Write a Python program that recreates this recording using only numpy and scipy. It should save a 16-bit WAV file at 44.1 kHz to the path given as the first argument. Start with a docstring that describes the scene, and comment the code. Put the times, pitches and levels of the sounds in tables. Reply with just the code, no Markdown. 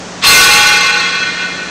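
"""A machine hum and a steady hiss fill a large workshop hall; then a heavy steel piece crashes down.
It makes a few contacts in quick succession, and each sets its modes ringing.
From where the microphone stands, the ring hangs on in the hall, beating as the reflections cross.
The clang overloads the single microphone for half a second."""
import sys
import numpy as np
from scipy import signal
from scipy.fft import rfft, irfft
from scipy.io import wavfile
from scipy.ndimage import uniform_filter1d

SR = 44100
rng = np.random.default_rng(int(sys.argv[2]) if len(sys.argv) > 2 else 0)


def file_out(sig):
    """Save sig as 16-bit WAV at sys.argv[1]."""
    # one column per channel
    cols = np.atleast_2d(sig).T
    # limit, then scale
    lim = np.clip(cols, -1, 1)
    pcm = np.round(lim * 32767).astype(np.int16)
    wavfile.write(sys.argv[1], SR, pcm)


N = 74970

# room tone of the hall: frequency_hz, relative_density_db
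ROOM_TONE_SPECTRUM = [(25, -18), (60, -10.5), (125, -4), (220, -2), (430, -1.5), (900, -5.5), (1400, -7.5),
                      (2300, -10), (4000, -14), (6300, -11), (8500, -23.5), (11500, -47.5), (15000, -67)]
# contacts of the steel: start_s, crash_level_db, ring_level_db
CONTACTS = [(0.215, -16, -42), (0.223, -8.5, -18.5), (0.236, -0.5, -7.5), (0.253, -3.5, -3.5),
            (0.266, -3, -2), (.31, -5, -4), (.49, -9, -10)]
# dense weak modes between the strong ones: frequency_hz, relative_density_db
CRASH_SPECTRUM = [(30, -27), (100, -35), (300, -16), (700, -11.5), (1400, 1.5), (2500, -2), (3300, 2),
                  (4300, 0.5), (6500, -11.5), (8300, -13), (10000, -54), (15000, -44)]
# swell and fall of the low tone: time_s, level_db
LOW_TONE_ENVELOPE = [(.42, -31), (.5, -22.5), (.58, -14.5), (.78, -20.5), (.87, -32), (.94, -22.5),
                     (1.04, -29.5), (1.1, -38)]
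# strong modes of the steel, lower range: pitch_hz
LOWER_MODE_HZ = [470, 835, 1082, 1123, 1359, 1472, 1496, 1800, 1862, 2100, 2147, 2365, 2427, 2611, 2763,
                 2865, 3320, 3482]
# strong modes of the steel, upper range: pitch_hz
HIGH_MODE_HZ = [3650, 3806, 4078, 4120, 4266, 4403, 4540, 4943, 5190, 5653, 6270, 6428, 6853, 7430, 7945,
                8160, 8305]
# how each of these rings in the hall, low to high: level_db, line_width_hz, build_up_s, t60_s
MODE_RINGS = [(-23.5, 21, 0.014, 3.35), (-25, 11.2, 0.0033, 2.64), (-18, 2.8, 0.02, 2.85),
              (-13, 16, 0.035, 2.72), (-21, 11, 0.12, 3.6), (-13, 24.5, 0.036, 3.56),
              (-9.5, 10.7, 0.22, 3.57), (-25, 50, 0.05, 7.7), (-15, 9.2, 0.28, 3.5),
              (-11, 13.2, 0.043, 3.2), (-19.5, 11.6, .03, 2.8), (-19, 13, 0.036, 3.1),
              (-11.5, 12, 0.15, 3.53), (-10.5, 6.5, 0.039, 3.23), (-12, 12.5, 0.043, 2.4),
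              (-24.5, 22, 0.023, 4.1), (-13.5, 7.1, 0.15, 3.2), (-22.5, 17, 0.025, 1.5),
              (-17, 11, 0.01, 2.6), (-25, 5.5, .03, 1.7), (-11.5, 32, 0.085, 3.1), (-16.5, 38, 0.01, 3.1),
              (-20.5, 4.7, 0.027, 2.8), (-15, 29, .015, 2.7), (-21, 24, 0.018, 1.1),
              (-15, 23.5, 0.037, 2.26), (-16, 42, 0.0083, 1.3), (-15.5, 15, 0.12, 2.29),
              (-14.5, 41, 0.035, 2.25), (-15, 34, 0.042, 1.8), (-22, 16, 0.085, 2.1), (-28, 81, 0.033, 1.7),
              (-21, 10, 0.034, 1.6), (-21, 72, 0.024, 1.7), (-18, 40, 0.033, 1.48)]
# late beats in which the ring swells: centre_s, half_length_s, gain_db
LATE_SWELLS = [(1.233, 0.0073, 5), (1.425, 0.037, 3.5)]
# response of the microphone chain after the overload: frequency_hz, gain_db
MIC_RESPONSE = [(30, 0), (8000, -1), (12000, -1), (15500, -0.5)]

EARLY_DB, EARLY_T60_S = 3.5, 1.7  # first reflections: level over the hall's tail, extra decay
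BEAT_SPAN_S = 0.28  # a tone's slower level changes are evened out


def undb(db):
    """Decibels to amplitude."""
    return 10 ** (np.asarray(db) / 20)


def unit_rms(x):
    """Scale to rms 1."""
    return x / np.sqrt(np.mean(np.abs(x) ** 2))


def equalise(x, points):
    """Filter by a curve of (frequency_hz, gain_db) points."""
    hz, db = np.array(points, float).T
    bin_hz = np.maximum(np.arange(N // 2 + 1) * SR / N, 1)
    return irfft(rfft(x) * undb(np.interp(np.log(bin_hz), np.log(hz), db)), N)


def hall_tone(hz, width_hz=0, steady_share=1):
    """A tone of rms 1; all but its steady share wanders as reflections add and cancel at the microphone."""
    carrier = np.exp(2j * np.pi * hz * np.arange(N) / SR)
    pole = np.exp(-np.pi * width_hz / SR)
    noise = rng.standard_normal(2 * N) + 1j * rng.standard_normal(2 * N)
    sway = signal.lfilter([1], [1, -pole], noise)
    sway = signal.lfilter([1], [1, -pole ** 6], sway)[N:]
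    sway /= np.sqrt(uniform_filter1d(np.abs(sway) ** 2, int(BEAT_SPAN_S * SR)))
    amplitude = np.sqrt(steady_share) + np.sqrt(1 - steady_share) * sway
    return unit_rms(np.real(amplitude * carrier))


def hall_envelope(contacts, build_s, t60_s):
    """The energy of each contact (start_s, level_db) builds up in the hall, then dies away."""
    energy = np.zeros(N)
    for start_s, db in contacts:
        age = np.maximum(np.arange(N) / SR - start_s, 0)
        rise = 1 - np.exp(-age / build_s)
        fade = 1e-6 ** (age / t60_s)
        early = undb(EARLY_DB) ** 2 * 1e-6 ** (age / EARLY_T60_S)
        energy += undb(db) ** 2 * rise * fade * (1 + early)
    return np.sqrt(energy)


def room_tone():
    """Steady rumble and hiss of the hall, with the hum of a machine."""
    hiss = unit_rms(equalise(rng.standard_normal(N), ROOM_TONE_SPECTRUM))
    hum = hall_tone(hz=180)
    return undb(-27) * hiss + undb(-36) * hum


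def low_tone():
    """A pure low ring that blooms after the first contacts and drops away."""
    times, db = np.array(LOW_TONE_ENVELOPE).T
    level_db = np.interp(np.arange(N) / SR, times, db, left=-np.inf, right=-np.inf)
    return undb(level_db) * hall_tone(hz=835.5)


def ping():
    """One high mode that the hardest contact sets ringing, soon damped."""
    envelope = hall_envelope([(0.269, -1.5)], build_s=0.0073, t60_s=0.31)
    return envelope * hall_tone(hz=4169, width_hz=8.3, steady_share=0.6)


def crash():
    """The steel's dense weak modes wash through the hall; the higher octaves die sooner."""
    contacts = [(start_s, db) for start_s, db, _ in CONTACTS]
    spectrum = rfft(unit_rms(equalise(rng.standard_normal(N), CRASH_SPECTRUM)))
    bin_hz = np.maximum(np.arange(len(spectrum)) * SR / N, 1)
    bin_octave = np.clip(np.log2(bin_hz / 2000), -4, 3)  # octaves from 2 kHz
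    wash = np.zeros(N)
    for octave in range(-4, 4):
        band = irfft(spectrum * np.maximum(1 - np.abs(bin_octave - octave), 0), N)
        wash += band * hall_envelope(contacts, build_s=0.006, t60_s=3.52 * 2 ** (-0.085 * octave))
    return undb(-11.5) * wash


def clang():
    """The strong modes of the steel, each drawn out by the hall; the tail swells twice."""
    t = np.arange(N) / SR
    contacts = [(start_s, db) for start_s, _, db in CONTACTS]
    modes = np.zeros(N)
    for hz, (db, width_hz, build_s, t60_s) in zip(LOWER_MODE_HZ + HIGH_MODE_HZ, MODE_RINGS):
        steady_share = 0.18 / (1 + (width_hz / 12) ** 2)  # lines wider than 12 Hz keep little of it
        envelope = hall_envelope(contacts, build_s, t60_s)
        modes += undb(db) * envelope * hall_tone(hz, width_hz, steady_share)
    swell_db = sum(db * np.exp(-((t - centre_s) / half_s) ** 2) for centre_s, half_s, db in LATE_SWELLS)
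    return modes * undb(swell_db)


def scene():
    """One microphone in the hall feeds both channels."""
    return np.tile(clang() + ping() + low_tone() + crash() + room_tone(), (2, 1))


def record(dry):
    """The microphone overloads and flattens the peaks, a little lopsidedly; the top is cut at 15.7 kHz."""
    clip_level, knee, bias = 0.715, 11, 0.02
    drive = dry / clip_level + bias
    flattened = drive / (1 + np.abs(drive) ** knee) ** (1 / knee)
    clipped = clip_level * (flattened - bias)
    top_cut = signal.firwin(401, 15700, fs=SR, window=("kaiser", 8))
    return np.array([signal.fftconvolve(equalise(ch, MIC_RESPONSE), top_cut, "same") for ch in clipped])


dry = scene()
out = record(dry)
file_out(out)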